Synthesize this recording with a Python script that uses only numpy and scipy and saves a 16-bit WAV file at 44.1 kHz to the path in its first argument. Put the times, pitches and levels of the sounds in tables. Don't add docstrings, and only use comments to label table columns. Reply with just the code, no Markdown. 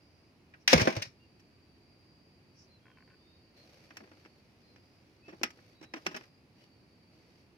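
import sys
import numpy as np
from scipy import signal
from scipy.fft import rfft, irfft
from scipy.io import wavfile
from scipy.ndimage import uniform_filter1d

SR = 44100
rng = np.random.default_rng(int(sys.argv[2]) if len(sys.argv) > 2 else 0)


def generate_wav(sig):
    pcm = np.round(np.clip(np.atleast_2d(sig).T, -1, 1) * 32767).astype(np.int16)
    wavfile.write(sys.argv[1], SR, pcm)


N = 333837
TIME = np.arange(N) / SR
BINS_HZ = np.fft.rfftfreq(8192, 1 / SR)

# [f/Hz, density/dB per Hz]
CONTACT_COLOUR = [(80, -24.5), (170, -6.5), (320, -1), (480, -5.5), (700, -4), (1250, -2.5), (1750, 3),
                  (2100, 2), (2550, 3.5), (3600, -7.5), (4700, -6.5), (5450, 3), (6500, -9.5),
                  (9800, -22.5), (11500, -19), (16000, -26.5)]
# [f/Hz, density/dB per Hz]
SLAP_COLOUR = [(70, -31.5), (160, -4), (235, 0.5), (305, -6), (380, -3), (460, -1.5), (570, 1.5), (780, -2),
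               (1000, -3.5), (1400, -5), (2400, 3), (3300, -3), (4400, -2.5), (5600, 4), (7600, -14),
               (13500, -16.5), (16000, -26)]
# [f/Hz, correlation]
YARD_LIKENESS = [(60, 1), (290, .85), (640, 0.74), (1400, 0), (16000, 0.18)]

RELEASE_S, SLAM_S, REST_S = 0.6767, 0.73, 1.06
MUZZLE_LAG_S = .00045


def from_db(db):
    return 10 ** (np.asarray(db) / 20)


def rms_one(x):
    return x / np.sqrt(np.mean(x ** 2) + 1e-20)


def at_hz(points, hz):
    f, value = np.transpose(points)
    return np.interp(np.log(hz + 1), np.log(f), value)


def dying(t, t60):
    return np.exp(-np.log(1000) * t / t60)


def swell(start_s, end_s, fade_s):
    return np.clip(np.minimum(TIME - start_s, end_s - TIME) / fade_s, 0, 1)


def band(x, low_hz, high_hz, order=3):
    sos = signal.butter(order, [low_hz, high_hz], "band", fs=SR, output="sos")
    return signal.sosfilt(sos, x)


def low_pass(x, cutoff_hz):
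    return signal.lfilter(*signal.butter(1, cutoff_hz, fs=SR), x)


def add(out, s, sound):
    i = max(round(s * SR), 0)
    out[..., i:i + sound.shape[-1]] += sound[..., :N - i]


def diffuse(spectrum, likeness, envelope):
    size = len(envelope)
    hz = np.fft.rfftfreq(size, 1 / SR)
    alike = np.clip(at_hz(likeness, hz), -1, 1)
    mid, side = rfft(rng.standard_normal((2, size)))
    both = np.sqrt(1 + alike) * mid + np.sqrt(1 - alike) * side * [[1], [-1]]
    return envelope * rms_one(irfft(both * from_db(at_hz(spectrum, hz)), size))


def placed(x, lag_s, ring_pan_db):
    ring_gain = from_db(ring_pan_db * np.array([[.5], [-.5]]))
    x = x + (ring_gain - 1) * band(x, 3000, 10000, order=1)
    return np.stack([np.roll(side, round(max(lag, 0) * SR)) for side, lag in zip(x, (-lag_s, lag_s))])


def yard_air():
    # [f/Hz, density/dB per Hz]
    air_colour = [(25, -19.5), (50, -8.5), (90, 2.5), (220, -2), (320, -2), (450, -9), (1000, -17),
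                  (1600, -20), (2500, -16.5), (3500, -27), (4700, -19.5), (6500, -33), (8600, -41),
                  (10100, -33), (11500, -39), (15500, -42)]
    level_db = -63
    return diffuse(air_colour, YARD_LIKENESS, np.full(N, from_db(level_db))) * from_db([[-.5], [.5]])


def insects(width_hz, fade_s):
    # [start/s, end/s, centre f/Hz]
    stretches = [(-.1, 0.34, 4830), (1.12, 2.75, 4660), (1.85, 2.399, 4850), (2.95, 3.548, 4820),
                 (2.95, 4.485, 4540), (4.58, 5.052, 4855), (5.146, 5.855, 4550), (5.95, 6.453, 4820),
                 (6.5, 7.497, 4576)]
    song_db = -75
    out = np.zeros((2, N))
    for start_s, end_s, hz in stretches:
        level = swell(start_s, end_s, fade_s)
        level = level[level > 0]
        noise = rng.standard_normal((2, 2 * SR))
        song = rms_one(band(noise, hz - width_hz / 2, hz + width_hz / 2, order=2))
        add(out, start_s, level * song[:, :len(level)])
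    return from_db(song_db) * out


def birds(waver):
    # [t/s, length/s, middle f/Hz, rise/Hz, rms level/dB]
    whistles = [(1.188, .09, 2790, 0, -73), (2.678, 0.12, 4130, -150, -71),
                (2.781, 0.26, 3200, -320, -79.5), (3.17, 0.27, 3720, 260, -77), (3.55, 0.12, 4230, 57, -68),
                (4.615, .17, 4180, -240, -75), (5.217, 0.123, 2636, 114, -65), (5.723, 0.24, 3950, 24, -73),
                (6.568, 0.11, 2930, 41, -77)]
    # [centre t/s, Gaussian 1/e half-width/s, level/dB]
    rasps = [(.12, 0.2, -83), (0.62, 0.019, -71.5), (2.609, 0.044, -63)]
    arch_hz = 96.5
    out = np.zeros((2, N))
    for s, length_s, middle_hz, rise_hz, db in whistles:
        u = np.linspace(-1, 1, int(length_s * SR))
        hz = middle_hz + rise_hz * u / 2 - arch_hz * u ** 2
        wobble = rms_one(uniform_filter1d(rng.standard_normal((2, SR)), SR // 200))[:, :len(u)]
        phase = 2 * np.pi * np.cumsum(hz * (1 + waver * wobble), axis=1) / SR
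        add(out, s, from_db(db) * 2 * np.cos(np.pi * u / 2) * np.sin(phase))
    hoarse = sum(from_db(db) * np.exp(-((TIME - s) / half_s) ** 2) for s, half_s, db in rasps)
    return out + hoarse * rms_one(band(rng.standard_normal((2, N)), 5000, 5900, order=2))


def gun_response(crack_t60, modes_db, yard_db, yard_t60, wall_hz):
    # [f/Hz, relative level/dB, t60/s]
    gun_modes = [(240, -3, .07), (322.4, 1.5, 0.058), (382, -6.5, .11), (518, -1, 0.034), (643, -3.5, .08),
                 (780, -6.5, .08), (837.8, -3.5, .09), (1255, -6.5, 0.17), (1625, -7, 0.14),
                 (1733, -8.5, .06), (1918, -11, .07), (2166, -4, .07), (2200, -3, .06), (2315, -6, 0.023),
                 (2570, -7, 0.037), (2650, -7.5, .05), (2850, -4, .06), (3410, -13.5, .06),
                 (4587, -11, .05), (4886, -10, 0.078), (5758, -3, 0.014), (5532, -8, 0.042)]
    # [f/Hz, correlation]
    near_likeness = [(60, 1), (290, 0.54), (600, 0.54), (1400, .4), (3000, 0.083), (16000, 0.207)]
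    t = TIME[:SR // 6]
    ringing = 0
    for hz, db, t60 in gun_modes:
        sign = rng.choice([-1, 1])
        ringing = ringing + from_db(db) * sign * np.sin(2 * np.pi * hz * t) * dying(t, t60)
    crack = diffuse(CONTACT_COLOUR, near_likeness, dying(t, crack_t60))
    wash_level = dying(t, yard_t60) * (1 - np.exp(-t / .004))
    wash = low_pass(diffuse(CONTACT_COLOUR, YARD_LIKENESS, wash_level), wall_hz)
    return crack + from_db(modes_db) * ringing + from_db(yard_db) * wash


def tapped():
    return gun_response(crack_t60=0.031, modes_db=-18.5, yard_db=-13.5, yard_t60=.12, wall_hz=4970)


def whipped():
    return gun_response(crack_t60=0.028, modes_db=-16.5, yard_db=-15.5, yard_t60=.18, wall_hz=10000)


def recolour(x, gain, order=45):
    half = len(gain) - 1
    bins = rfft(x, 2 * half)
    power = uniform_filter1d(np.mean(np.abs(bins) ** 2, axis=0), order) + 1e-12
    cepstrum = irfft(np.log(gain / np.sqrt(power)))
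    cepstrum[1:half] *= 2
    cepstrum[half + 1:] = 0
    return irfft(bins * np.exp(rfft(cepstrum)))


def registers(db, weight_db, hardness_db, edge_db, edge_follow=1):
    return db + np.array([weight_db, 0, hardness_db, edge_follow * hardness_db + edge_db])


def blow_colour(colour, levels_db, spot_hz, spot_db, count=3):
    register_edges = [200, 900, 3500, 7200, 15500]
    edges = np.array(register_edges)
    centres = np.sqrt(edges[1:] * edges[:-1])
    spot = spot_db / (1 + (10 * (BINS_HZ / spot_hz - 1)) ** 2)
    gain = from_db(at_hz(colour, BINS_HZ) + spot)
    for _ in range(count):
        power = np.histogram(BINS_HZ, edges, weights=gain ** 2)[0] / (len(gain) * SR * .015)
        error_db = levels_db - 10 * np.log10(power)
        gain = gain * from_db(at_hz(np.c_[centres, error_db], BINS_HZ))
    return gain


def blow(response, gain, contact_s, grain_db, chatter_db, chatter_t60, chatter_hz):
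    t = TIME[:SR // 10]
    grain = from_db(grain_db * rng.standard_normal((2, len(t))))
    strike, chatter = rng.standard_normal((2, len(t))) * grain
    strike = strike * rms_one(np.exp(-(t / contact_s) ** 4))
    chatter = low_pass(chatter, chatter_hz) * from_db(chatter_db) * rms_one(dying(t, chatter_t60))
    force = strike + chatter
    return recolour(signal.fftconvolve(force[None], response, axes=1), gain)


def knocks():
    # [t/s, contact/s, level/dB, weight/dB, hardness/dB]
    knock_rows = [(0.5375, 0.0066, -53, -21, -19), (1.3948, 0.01, -67.5, -17, -2),
                  (3.9051, 0.004, -53.5, -5.5, -14), (3.969, 0.00074, -48, -11, -2.5),
                  (4.0045, 0.0026, -57, 6, -23), (4.1154, 0.0025, -61, 4.5, -15),
                  (4.25, 0.0016, -58.5, -6, -12), (4.2584, .002, -59.5, 1, -11.5),
                  (4.76, .002, -62, -5, -8.5), (5.2799, .028, -53, 5, -10), (5.3236, 0.017, -57, 7.5, -15),
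                  (5.4134, .0022, -55.5, 12, -10.5), (5.4328, 0.0016, -28, -9.5, -3.5),
                  (5.504, .004, -56, -11, -3), (5.5883, 0.0034, -63, 0.5, -16.5),
                  (5.8125, 0.005, -60.5, 9, -6), (5.8258, 0.022, -53, -1.5, -5),
                  (5.9373, 0.0029, -39.5, -2.5, -9.5), (5.9565, 0.025, -49, 2, -8),
                  (6.0602, 0.004, -49, -2, -7), (6.065, 0.0016, -31, -5, -6), (6.1087, 0.023, -51, 1, -7.5),
                  (6.144, 0.0095, -41, -3, -10), (6.1625, 0.011, -42.5, -5, -4),
                  (6.2098, 0.0015, -56, -1.5, -10), (6.238, 0.0026, -60.5, -14, -6.5)]
    wood_hz = 312
    out = np.zeros((2, N))
    for s, contact_s, db, weight_db, hardness_db in knock_rows:
        levels_db = registers(db, weight_db, hardness_db, edge_db=-9.0, edge_follow=2)
        gain = blow_colour(CONTACT_COLOUR, levels_db, wood_hz, spot_db=4)
        knock = blow(tapped(), gain, contact_s, grain_db=0.46,
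                     chatter_db=-11, chatter_t60=0.12, chatter_hz=400)
        add(out, s, knock)
    return out


def slaps():
    # [t/s, contact/s, favoured wood f/Hz, level/dB, weight/dB, hardness/dB]
    slap_rows = [(0.6761, 0.0051, 800, -22, -21, -1), (0.73, 0.008, 554, -18, 4, -2.5),
                 (0.7955, .008, 380, -28.5, -11, -10), (0.8139, 0.0086, 380, -33.5, 2, 1.5),
                 (0.8721, 0.0068, 1600, -26, 7, -13.5), (0.964, .0058, 560, -39.5, 4, -2.5),
                 (1.0203, 0.0072, 654, -36.5, -18, 0.5)]
    catch_lag_s = -.00043
    out = np.zeros((2, N))
    for s, contact_s, spot_hz, db, weight_db, hardness_db in slap_rows:
        levels_db = registers(db, weight_db, hardness_db, edge_db=-15.5)
        gain = blow_colour(SLAP_COLOUR, levels_db, spot_hz, spot_db=6.5)
        slap = blow(whipped(), gain, contact_s, grain_db=6.0,
                    chatter_db=-20, chatter_t60=.15, chatter_hz=3000)
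        lag_s = catch_lag_s if s < (RELEASE_S + SLAM_S) / 2 else MUZZLE_LAG_S
        add(out, s, placed(slap, lag_s, ring_pan_db=3))
    return out


def rattle(level_db, weight_db, hardness_db, grain_db, count=3):
    size = len(level_db)
    levels_db = registers(0, weight_db, hardness_db, edge_db=-17)
    gain = blow_colour(SLAP_COLOUR, levels_db, spot_hz=374, spot_db=0)
    out = 0
    for _ in range(count):
        grain = from_db(grain_db * rng.standard_normal(size))
        force = rms_one(rng.standard_normal(size) * grain) * from_db(level_db)
        out = out + signal.fftconvolve(force[None], recolour(whipped(), gain), axes=1)
    return out / np.sqrt(count * SR * .015)


def flaps(t, uneven, spread_db):
    flaps_per_s, depth_db = 41, 17.5
    pace, strength = rng.standard_normal((2, 40))
    starts_s = (np.arange(40) + np.clip(uneven * pace, -.45, .45)) / flaps_per_s
    turn = np.interp(t, starts_s, np.arange(40))
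    return depth_db * (.5 - turn % 1) + spread_db * strength[turn.astype(int)]


def rubber():
    whip_db, whip_swell_db = -33.5, 7.5
    flail_db, loss_db_per_s = -31, 87
    out = np.zeros((2, N))
    travel = np.linspace(0, 1, int((SLAM_S - RELEASE_S) * SR))
    whip_level_db = whip_db + whip_swell_db * travel
    add(out, RELEASE_S, rattle(whip_level_db, weight_db=-14.5, hardness_db=-2.5, grain_db=7))
    t = TIME[:int((REST_S - SLAM_S) * SR)]
    flail_level_db = flail_db - loss_db_per_s * t + flaps(t, uneven=.12, spread_db=1.85)
    add(out, SLAM_S, rattle(flail_level_db, weight_db=0, hardness_db=-4.5, grain_db=6))
    return out


def thuds():
    # [t/s, nominal peak/dB, final f/Hz, t60/s]
    thud_rows = [(0.7287, -16.5, 205, .05), (0.7435, -15, 141.4, 0.13), (0.755, -21, 66, .11),
                 (0.799, -28, 142, 0.17), (.818, -13.5, 97, 0.05), (0.87, -27, 191, 0.05),
                 (0.968, -24.5, 96, 0.1), (1.067, -44, 105, 0.097)]
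    sharp, glide_s = .3, .02
    out, t = np.zeros(N), TIME[:SR // 4]
    for s, db, final_hz, t60 in thud_rows:
        hz = final_hz * (1 + sharp * np.exp(-t / glide_s))
        tone = np.sin(2 * np.pi * np.cumsum(hz) / SR)
        add(out, s, -from_db(db) * tone * dying(t, t60) * (1 - np.exp(-t / .002)))
    return out


def creak(level_db, jitter_s, fade_db):
    # [start/s, length/s, slip rate/Hz, relative level/dB]
    creak_rows = [(2.851, .065, 62, -53.5), (2.973, .05, 64, -52.5), (3.082, 0.067, 125, -58)]
    # [f/Hz, mean relative level/dB, t60/s]
    grip_modes = [(1050, -4, 0.034), (1489, -3.5, 0.052), (1790, 6.5, 0.0061), (2320, -4.5, 0.022),
                  (2660, -5, 0.02)]
    out, t = np.zeros((2, N)), TIME[:SR // 20]
    for start_s, length_s, slips_per_s, db in creak_rows:
        for s in np.arange(0, length_s, 1 / slips_per_s):
            slip = 0
            for hz, mode_db, t60 in grip_modes:
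                gain = from_db(mode_db + rng.normal(0, 2.9, (2, 1))) * rng.choice([-1, 1])
                slip = slip + gain * np.sin(2 * np.pi * hz * t) * dying(t, t60)
            slip_s = start_s + s + jitter_s * rng.standard_normal()
            add(out, slip_s, from_db(db + level_db - fade_db * s / length_s) * slip)
    return out


def rubbing(grain_db):
    # [start/s, end/s, level/dB]
    stroke_rows = [(3.56, 3.862, -65), (3.86, 4.254, -69.5), (4.25, 5.2, -75), (5.25, 5.753, -68.5),
                   (5.95, 6.28, -65.5), (6.57, 6.67, -68), (7.12, 7.45, -72.5)]
    # [f/Hz, density/dB per Hz]
    rub_colour = [(60, -26), (200, -14), (500, 10.5), (1100, -4.5), (2200, 2.5), (3500, -3.5), (5500, 0),
                  (7500, -18), (13500, -17), (16000, -31)]
    fade_s = 0.064
    grain = rms_one(uniform_filter1d(rng.standard_normal(N), SR // 200))
    strokes = sum(from_db(db) * swell(start_s - fade_s / 2, end_s + fade_s / 2, fade_s)
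                  for start_s, end_s, db in stroke_rows)
    return diffuse(rub_colour, YARD_LIKENESS, strokes * from_db(grain_db * grain))


def taps(spread_db):
    from_s, to_s, taps_per_s, mean_db = 3.94, 4.16, 30, -65.5
    out = np.zeros((2, N))
    for s in np.arange(from_s, to_s, 1 / taps_per_s):
        tap_db = mean_db + rng.normal(0, spread_db)
        levels_db = registers(tap_db, weight_db=0.0, hardness_db=-14, edge_db=-22)
        gain = blow_colour(CONTACT_COLOUR, levels_db, spot_hz=430, spot_db=-2)
        add(out, s + rng.random() / taps_per_s, recolour(tapped(), gain))
    return out


def scene():
    wildlife = insects(width_hz=130, fade_s=0.064) + birds(waver=0.0132)
    band_sound = rubber() + thuds() * from_db([[-.8], [.5]])
    shot = slaps() + placed(band_sound, MUZZLE_LAG_S, ring_pan_db=3)
    handling = placed(knocks() + taps(spread_db=1.5), lag_s=.00025, ring_pan_db=0.22)
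    hands = rubbing(grain_db=2.5) + creak(level_db=-5.0, jitter_s=0.0026, fade_db=1.5)
    return shot + handling + hands + yard_air() + wildlife


def record(dry):
    thin = signal.sosfilt(signal.butter(2, 35, "high", fs=SR, output="sos"), dry)
    return signal.sosfilt(signal.ellip(10, .1, 80, 15800, fs=SR, output="sos"), thin)


dry = scene()
out = record(dry)
generate_wav(out)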